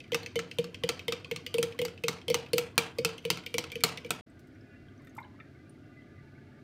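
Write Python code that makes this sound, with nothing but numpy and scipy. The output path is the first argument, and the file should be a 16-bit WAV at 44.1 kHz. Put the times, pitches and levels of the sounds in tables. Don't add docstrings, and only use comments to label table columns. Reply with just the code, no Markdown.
import sys
import numpy as np
from scipy import signal
from scipy.fft import rfft, irfft
from scipy.io import wavfile
from scipy.ndimage import uniform_filter1d

SR = 44100
rng = np.random.default_rng(int(sys.argv[2]) if len(sys.argv) > 2 else 0)


def level_to_linear(level):
    exponent = np.asarray(level, float) / 20
    return 10 ** exponent


def to_wav(sig):
    pcm = np.clip(np.atleast_2d(sig), -1, 1) * 32767
    pcm = np.round(pcm).astype(np.int16)
    wavfile.write(sys.argv[1], SR, pcm.T)


N = 292716

BEATING_S = (0, 4.2)
HOOT_HZ = 483
GLANCING_LOW_HZ = 950
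LIGHT_NEXT_HZ = 3050
LIGHT_THUD_DB = -34


def ring(modes, s, gains):
    hz, db, t60 = np.transpose(modes)[:, :, None]
    decay = np.exp(-np.log(1000) * s / t60)
    return (gains[:, None] * level_to_linear(db) * decay * np.sin(2 * np.pi * hz * s)).sum(0)


def band(x, lo_hz, hi_hz):
    return signal.sosfilt(signal.butter(2, [lo_hz, hi_hz], "band", fs=SR, output="sos"), x)


def add(out, at_s, x):
    i = int(at_s * SR)
    out[i:i + len(x)] += x[:len(out) - i]


def unit(x):
    return x / np.abs(x).max()


def even(x):
    return x / np.sqrt(np.sum(x ** 2))


def walk(rate):
    k = int(SR / rate)
    steps = np.repeat(rng.standard_normal(N // k + 1), k)
    x = uniform_filter1d(uniform_filter1d(steps, k), k)[:N]
    return x / x.std()


def colour(x, points, humps=()):
    hz = np.arange(len(x) // 2 + 1) * SR / len(x) + 1
    points_hz, points_db = np.transpose(points)
    db = np.interp(np.log(hz), np.log(points_hz), points_db)
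    db = db + sum(g * np.exp(-((hz - f) / w) ** 2) for f, w, g in humps)
    return irfft(rfft(x) * level_to_linear(db), len(x))


def plops(span_s, lo_hz, hi_hz, cycles, db, count):
    out, s = np.zeros(N), np.arange(SR // 16) / SR
    for when, pitch, size in rng.random((count, 3)):
        hz = lo_hz * (hi_hz / lo_hz) ** pitch
        swell = np.exp(-s * hz / cycles) * (1 - np.exp(-s * hz * 2.0 / cycles))
        plop = np.sin(2 * np.pi * hz * s * (1 + 20 * s / cycles)) * swell
        add(out, span_s[0] + (span_s[1] - span_s[0]) * when, level_to_linear(db + 19.2 * size ** 3) * plop)
    return out


def fan():
    # pitch_hz, relative density_db per Hz
    airflow = [(20, -51.5), (42, -12.5), (55, -20), (90, -3.5), (190, -10.5), (260, -4.5), (370, -9.5),
               (450, -22), (730, -18), (1000, -37.5), (1400, -28.5), (2200, -34.5), (4500, -39),
               (7500, -50), (16000, -58)]
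    # pitch_hz, width_hz, gain_db
    humps = [(99,12,6),(141,9.7,8),(254.8,1.2,8),(420,12,7),(835,110,-7.5),(1520,72,3.5)]
    air = colour(rng.standard_normal(N), airflow, humps)
    return air / air.std()


def whistles():
    # pitch_hz, level_db (rms before the flicker)
    bands = [(872, -84.5), (1200, -79.5), (1460, -78), (1580, -82), (1700, -79.5), (2020, -79),
             (2250, -85.5), (2450, -85), (2740, -88.5)]
    out = np.zeros(N)
    for hz, db in bands:
        narrow = np.sqrt(N) * even(band(rng.standard_normal(N), hz - 19., hz + 19.))
        out += level_to_linear(db + 4. * walk(6) + 2.5 * walk(30)) * narrow
    return out


def egg_slosh():
    out = plops(BEATING_S, 900, 5000, cycles=7.5, db=-61.5, count=500)
    out += plops(BEATING_S, 5970, 15000, cycles=4., db=-70, count=1500)
    fizz = band(rng.standard_normal(N) ** 3, 4500, 15500)
    return out + level_to_linear(-87 + 4.5 * walk(12) + 3.5 * walk(150)) * fizz


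def light_contact(at, db, hz, treble_db):
    return (at, db, (hz, LIGHT_NEXT_HZ, GLANCING_LOW_HZ), db - 43, HOOT_HZ,
            db + treble_db, db - 35.5, db + LIGHT_THUD_DB, False)


def ticks():
    # start_s, blow_energy_db, loudest_wall_hz, treble_db (relative to the blow)
    table = [(.002, -16.5, 2647, -18), (0.132, -6.5, 2030, -14), (2.756, -36, 4400, -3),
             (0.0394, -24, 2360, -22), (0.231, -15, 4380, -12), (0.2615, -7, 2455, -15),
             (.3794, -23, 2110, -11), (0.5125, -10, 2740, -17.5), (0.7445, -10, 2746, -16),
             (0.877, -25.5, 2040, -9.5), (0.993, -9.5, 3300, -16.5), (1.2456, -11, 2510, -24),
             (1.464, -4.5, 2950, -11), (1.723, -17, 2620, -21), (1.9766, -19.5, 2620, -22),
             (2.184, -23, 2150, -17.5), (2.2155, -21, 3200, -24), (2.314, -9, 2060, -25),
             (2.4621, -20, 2540, -19), (2.572, -16, 4400, -7), (3.18, -13.5, 3410, -13),
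             (3.4371, -22, 2040, -17), (3.462, -5.5, 2300, -10), (3.701, -19, 2620, -22),
             (3.718, -7.5, 2330, -10.5), (3.806, -14.5, 2310, -13), (3.9738, -7.5, 2970, -13.5),
             (4.063, -21, 2330, -8), (4.093, -30, 4400, -9)]
    return [light_contact(*row) for row in table]


def rattle():
    faintest_db, range_db, lo_hz, hi_hz = -38, 13, 2000, 4680
    return [light_contact(BEATING_S[1] * when, faintest_db + range_db * size ** 2,
                          lo_hz * (hi_hz / lo_hz) ** pitch, -14.)
            for when, size, pitch in rng.random((60, 3))]


def plunges():
    # start_s, blow_energy_db, loudest_wall_hz, next_wall_hz, hoot_peak_db, hoot_hz,
    # treble_db and low_wall_db (both relative to the blow)
    table = [(0.1195,-4,3050,2190,-28.5,489,-16,-18),(0.3566,-2.5,3060,2045,-28,491,-10.5,-18),(0.5854,-1.5,3200,3520,-24,480,-8.5,-18.5),
             (.836,-0.5,3100,2030,-26,490,-13.5,-18),(1.081,0,3100,2035,-29.5,488,-10,-17.5),(1.3125,-3,3210,2200,-31,477,-11,-19.5),
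             (1.5416,-2.5,3140,4300,-27.5,478,-4.5,-17.5),(1.5826,-2.5,2580,3270,-23.5,468.8,-4.5,-17.5),(1.7897,-3,3110,2040,-29,490,-10.5,-24),
             (1.8156,-4.5,2900,3270,-28,467,-4.5,-18.5),(2.0372,-1.5,3140,2610,-29,487,-11,-21),(2.2812,-1.5,3180,3440,-30.5,482.5,-11,-22.5),
             (2.3005,-1.5,5090,4470,-23,478,-4,-20.5),(2.5325,2,4420,2920,-21.5,476,-4,-24),(2.9851,-4.5,4650,2510,-25,487,-7.5,-20.5),
             (3.251,-4,3220,2540,-29.5,480,-9.5,-20),(3.541,-1,3010,2290,-31,475,-9,-20),(3.7553,-6.5,3120,2540,-35.5,467,-11,-33.5),
             (4.0468,-13,2270,3000,-38.5,482,-16,-19)]
    thud_db = 3.5
    return [(at, db, (hz, next_hz, GLANCING_LOW_HZ), hoot_db, hoot_hz,
             db + treble_db, db + low_db, hoot_db + thud_db, False)
            for at, db, hz, next_hz, hoot_db, hoot_hz, treble_db, low_db in table]


def cracks():
    # start_s, blow_energy_db, loudest_wall_hz, next_wall_hz, low_wall_hz, hoot_peak_db, hoot_hz,
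    # treble_db and low_wall_db (both relative to the blow)
    table = [(.145,4,2607,6000,1270,-33,473,-8.5,-10),(.391,-3,2730,2040,1300,-46,471,-13,-7.5),(0.6422,-12.5,4300,2790,1170,-63.5,484,-11,-10),
             (0.8902,4.5,2660,4070,1310,-31.5,472,-9,-11),(1.1225,0,2600,4020,1260,-35,482,-12.5,-11),(1.3609,-6,2670,4370,1150,-58,466,-11,-14.5),
             (1.6282,1,3304,2166,1360,-30,476.5,-3,-10.5),(1.8507,-4.5,2130,4620,1100,-35.5,471,-4.5,-10.5),(2.0827,5,2145,6100,1300,-34.5,439,-6,-9),
             (2.343,6,2780,6100,1310,-30.5,463,-6.5,-10),(2.5813,5,2765,6060,1293,-31,474,-1.5,-10),(2.7787,11.5,2410,4620,1530,-31,454,-3,-9),
             (3.048,7,2680,3350,1320,-31,456,-6.5,-11),(3.302,8.5,2868,4570,943,-37.5,440.2,-7,-14.5),(3.582,4,4020,3210,990,-38.5,491.2,-6.5,-14),
             (3.837,12,4380,4020,1450,-31,440,-2,-10.5),(4.106,3,2516,2910,1590,-40.5,422,-2,-7)]
    thud_db, thud_slope = -25.5, 0.54
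    return [(at, db, (hz, next_hz, low_hz), hoot_db, hoot_hz,
             db + treble_db, db + low_db, thud_db + thud_slope * db, True)
            for at, db, hz, next_hz, low_hz, hoot_db, hoot_hz, treble_db, low_db in table]


def rebounds():
    # start_s, blow_energy_db
    table = [(1.882, -17), (2.1305, -16), (3.0899, -15), (3.3727, -11.5), (3.6401, -11), (3.8885, -10.5)]
    return [(at, db, (2620, LIGHT_NEXT_HZ, 1390), db - 39.5, HOOT_HZ,
             db - 12.5, db - 5, db + LIGHT_THUD_DB, True) for at, db in table]


def wall_rings(spots_hz, s):
    # pitch_hz (before a small random detuning), level_db,
    # t60_s (before upper rings are shortened and low ones slightly lengthened)
    wall_modes = [(755,-1,0.032),(972,3,0.014),(1184,-4,0.06),(1240,-1,0.046),(1356,-6.5,0.048),(1370,5.5,0.036),(1575,-2,0.026),(2040,-2.5,0.031),(2190,-4,0.039),(2354,-3.5,0.046),
                  (2540,-3,.035),(2620,-3.5,0.017),(2790,-8.5,0.028),(2890,-5.5,0.029),(3110,-6,.02),(3210,-2.5,0.016),(3540,-3.5,0.021),
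                  (3950,-6,0.018),(4380,-5,0.023),(4620,-5,.016),(5250,-6.5,0.015),(5700,-14,0.014),(6060,-5,0.018)]
    modes = np.array(wall_modes)
    low = modes[:, 0] < 1800
    modes[:, 0] *= 1 + 0.008 * rng.standard_normal(len(modes))
    modes[:, 2] *= np.where(low, 1.1, 0.7)
    spot = rng.standard_normal(len(modes))
    gain_db = 2.75 * spot
    for hz, favour_db, width in zip(spots_hz, (15, 10, 15), (0.034, 0.039, 0.055)):
        gain_db += favour_db * np.exp(-(np.log(modes[:, 0] / hz) / width) ** 2)
    gains = np.sign(spot) * level_to_linear(gain_db)
    upper = band(band(ring(modes[~low], s, gains[~low]), 2100, 9000), 1900, 12000)
    return upper, ring(modes[low], s, gains[low])


def tine_chatter(x, s):
    noise = rng.standard_normal((2, 900))
    touches = np.sign(noise[0]) * noise[1] ** 4 * np.exp(-s[:900] / 0.0032) * level_to_linear(-32)
    touches[0] = 1
    spectrum = rfft(touches, len(s))
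    smear = irfft(spectrum / np.abs(spectrum))[:900]
    return signal.fftconvolve(x, smear)[:len(s)]


def tine_ring(s):
    # pitch_hz, level_db, t60_s
    tine_modes = [(8000,-9,0.0084),(9250,1,0.021),(9670,-5.5,.02),(11900,-5,.015),(14400,2,0.017)]
    return even(ring(tine_modes, s, rng.standard_normal(len(tine_modes))))


def air_column(hoot_hz, s):
    # pitch_hz (at the usual hoot), level_db, t60_s (pitch, level and t60 before random variation)
    column_modes = [(460.4, -1, 0.064), (501.5, 3.5, 0.046), (484, -14.5, 0.2)]
    modes = np.array(column_modes) * [hoot_hz / HOOT_HZ, 1, 1]
    shift, stretch, level = rng.standard_normal((3, len(modes)))
    modes[:, 0] *= 1 + np.array([.007, .007, .02]) * shift
    modes[:, 2] *= np.exp(.3 * stretch)
    hoot = ring(modes, s, np.array([1, -1, 1]) * level_to_linear(1.5 * level))
    return unit(hoot * (1 - np.exp(-s / 0.004)))


def base_thud(s):
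    # pitch_hz, level_db (before random variation), t60_s
    thud_modes = [(171, -1.5, 0.088), (136.5, -19.5, 0.23), (247, -3, 0.051), (320.8, 0.5, 0.067),
                  (406, -17, 0.0043)]
    thud = unit(ring(thud_modes, s, level_to_linear(2.5 * rng.standard_normal(len(thud_modes)))))
    return thud * (1 - np.exp(-s / 0.011))


def taps():
    out, all_round, s = np.zeros(N), np.zeros(N), np.arange(SR // 6) / SR
    click = 1. * (s == 0)
    even_upper = even(band(band(click, 1900, 5800), 1750, 8500))
    even_lower = even(band(click, 550, 1500))
    even_top = even(band(band(click, 5000, 16400), 3800, 16900))
    blows = ticks() + rattle() + plunges() + cracks() + rebounds()
    for at, wall_db, spots_hz, hoot_db, hoot_hz, treble_db, low_db, thud_db, square in blows:
        click_db, tines_db, room_ring_db = (0, -14, -4) if square else (-13, 0.5, 1)
        noise = rng.standard_normal((2, len(s)))
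        contact = noise[0] * (np.exp(-s / 0.0022) + level_to_linear(-31.0) * noise[1] ** 2 * np.exp(-s / 0.025))
        sting = contact * (np.exp(-s / 0.0028) + level_to_linear(-22.5))

        upper_ring, lower_ring = wall_rings(spots_hz, s)
        upper_click = even(band(band(contact, 1900, 6900), 1700, 7000))
        upper = even(even(tine_chatter(upper_ring, s)) + level_to_linear(click_db) * upper_click)
        lower_click = even(band(contact, spots_hz[2] / 1.4, spots_hz[2] * 1.54))
        lower = even(even(lower_ring) + level_to_linear(-12) * lower_click)
        bare_treble = even(band(band(sting, 6300, 16500), 7000, 19000))
        treble = even(bare_treble + level_to_linear(tines_db) * tine_ring(s))
        column, thud = air_column(hoot_hz, s), level_to_linear(thud_db) * base_thud(s)

        tap = level_to_linear(wall_db) * upper + level_to_linear(low_db) * lower + level_to_linear(treble_db) * treble
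        add(out, at, tap + level_to_linear(hoot_db) * column + thud)
        room_tap = level_to_linear(wall_db) * even(even_upper + level_to_linear(room_ring_db) * upper)
        room_tap += level_to_linear(low_db) * even(even_lower + level_to_linear(room_ring_db) * lower)
        room_tap += level_to_linear(treble_db) * even_top
        add(all_round, at, room_tap + level_to_linear(hoot_db - 4) * column + thud)
    return out, all_round


def bursting_bubbles(out, s):
    # start_s, level_db, pitch_hz (before the glide), tick_peak_db
    bubbles = [(4.2994, -55, 8000, -61.5), (4.393, -57.5, 5920, -47), (4.471, -73, 3155, -55),
               (4.548, -58.5, 5630, -65.5), (4.6092, -53, 5040, -73.5), (4.8844, -50, 3170, -77),
               (4.978, -54, 5900, -68), (5.0194, -61, 3600, -58.5), (5.0475, -51, 12800, -54),
               (5.0695, -60, 4050, -52), (5.0948, -49.5, 6300, -56), (5.1505, -47, 11800, -49),
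               (5.1678, -50, 7100, -43), (5.2007, -52, 13000, -52), (5.2295, -45, 3830, -70),
               (5.247, -47, 2920, -71), (5.695, -44, 9250, -53), (6.0194, -56, 3080, -76)]
    for at, db, hz, tick_db in bubbles:
        swell = np.exp(-s / 0.003) * (1 - np.exp(-s / 0.00022))
        glide = np.sin(2 * np.pi * hz * s * (1 + 5.0 * s)) * swell
        tick = unit(band(rng.standard_normal(len(s)) * np.exp(-s / 0.0069), 3600, 18000))
        add(out, at, level_to_linear(db) * glide + level_to_linear(tick_db) * tick)


def carton_knocks(out, s):
    # start_s, peak_db, favoured_pitch_hz
    knocks = [(4.554, -50, 2395), (5.07, -43, 2280), (5.183, -33, 2150), (5.401, -36, 2330)]
    # pitch_hz, level_db, t60_s
    panels = [(1300,-9.5,0.032),(1837,0,0.045),(2150,1.5,0.023),(2330,-4.5,0.034),(2780,-13,.025),(3570,-10.5,0.027)]
    for at, db, hz in knocks:
        favour_db = 8.4 * np.exp(-(np.log(np.transpose(panels)[0] / hz) / 0.035) ** 2)
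        gains = np.sign(rng.standard_normal(len(panels))) * level_to_linear(favour_db)
        knock = ring(panels, s, gains) * (1 - np.exp(-s / 0.0015))
        crumple = rng.standard_normal(400) ** 3 * np.exp(-s[:400] / 0.0037) * level_to_linear(-27)
        crumple[0] = 1
        add(out, at, level_to_linear(db) * unit(signal.fftconvolve(knock, crumple)))


def glugs(out, s):
    # start_s, peak_db, pitch_hz (before the glide)
    gulps = [(5.164, -46.5, 1250), (5.179, -35.5, 876), (5.184, -37, 976), (5.198, -55, 1020),
             (5.188, -42, 1390), (5.204, -41, 870), (5.215, -42.5, 1000), (5.232, -60, 995),
             (5.236, -49, 1617), (5.249, -51, 890), (5.39, -50, 1300), (5.41, -55.5, 1300)]
    for at, db, hz in gulps:
        gulp = np.sin(2 * np.pi * hz * s * (1 + 1.7 * s)) * s * np.exp(-s / 0.0022)
        add(out, at, level_to_linear(db) * unit(gulp))


def milk():
    pouring_s, gurgle_s, s = (4.27, 6.6), (4.9, 5.35), np.arange(SR // 10) / SR
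    out = plops(pouring_s, 1350, 2350, cycles=16.0, db=-71.5, count=450) * level_to_linear(2.8 * walk(5.01))
    out += plops(pouring_s, 1100, 7000, cycles=6.1, db=-76.5, count=400)
    bursting_bubbles(out, s)
    carton_knocks(out, s)
    out += plops(gurgle_s, 850, 2450, cycles=4.7, db=-70, count=50)
    glugs(out, s)
    return out


def kitchen(near, all_round, wet_db):
    # pitch_hz, t60_s
    decays = [(200, 0.36), (800, 0.39), (2500, 0.33), (6000, 0.25), (12000, 0.15)]
    # delay_s, level_db
    reflections = [(.0021, -15), (.0048, -13.5), (.0086, -13), (.013, -19.5)]
    s, tail = np.arange(SR // 2) / SR, 0
    for hz, t60 in decays:
        noise = band(rng.standard_normal(len(s)), hz / 2.28, min(hz * 1.39, 17000))
        tail = tail + noise * np.exp(-np.log(1000) * s / t60)
    uneven = level_to_linear(2.0 * walk(250)[:len(s)] + 1.3 * walk(60)[:len(s)])
    tail = level_to_linear(wet_db) * even(tail * (1 - np.exp(-s / 0.011)) * uneven)
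    echoes = np.zeros(SR // 20)
    for delay_s, db in [(0.00019, 0)] + reflections:
        echoes[int(delay_s * SR)] = level_to_linear(db)
    return signal.fftconvolve(near, echoes)[:N] + signal.fftconvolve(all_round, tail)[:N]


def mic(x):
    # pitch_hz, gain_db
    response = [(30, -33), (70, -4), (120, 7.5), (7000, -8.5), (9300, -7), (10600, -12), (12500, -9),
                (16000, -12.5)]
    click = colour(1. * (np.arange(4096) == 0), response)
    cepstrum = irfft(np.log(np.abs(rfft(click))))
    cepstrum = cepstrum * np.r_[1, np.full(2047, 2), 1, np.zeros(2047)]
    return signal.fftconvolve(x, irfft(np.exp(rfft(cepstrum))))[:N]


def scene():
    s = np.arange(N) / SR
    before = np.clip((4.211 - s) / 0.00072, 0, 1)
    after = np.clip((s - 4.262) / 0.0078, 0, 1)
    drone, whistle = fan(), whistles()
    near, all_round = taps() + egg_slosh()
    beating = whistle + mic(kitchen(near, all_round, wet_db=-13.5)) + level_to_linear(-52) * drone
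    poured = milk()
    pouring = whistle + mic(kitchen(poured, poured, wet_db=-15)) + level_to_linear(-52.5) * drone
    return (before * beating + after * pouring)[None]


def low_pass(x):
    return signal.sosfilt(signal.butter(12, 16990, fs=SR, output="sos"), x)


def record(dry):
    overload_peak = 0.6
    rounded = overload_peak * np.tanh(dry / overload_peak)
    top_cut = signal.cheby2(8, 50, 17000, fs=SR, output="sos")
    mix = signal.sosfilt(top_cut, rounded)
    return low_pass(mix)


dry = scene()
out = record(dry)
to_wav(out)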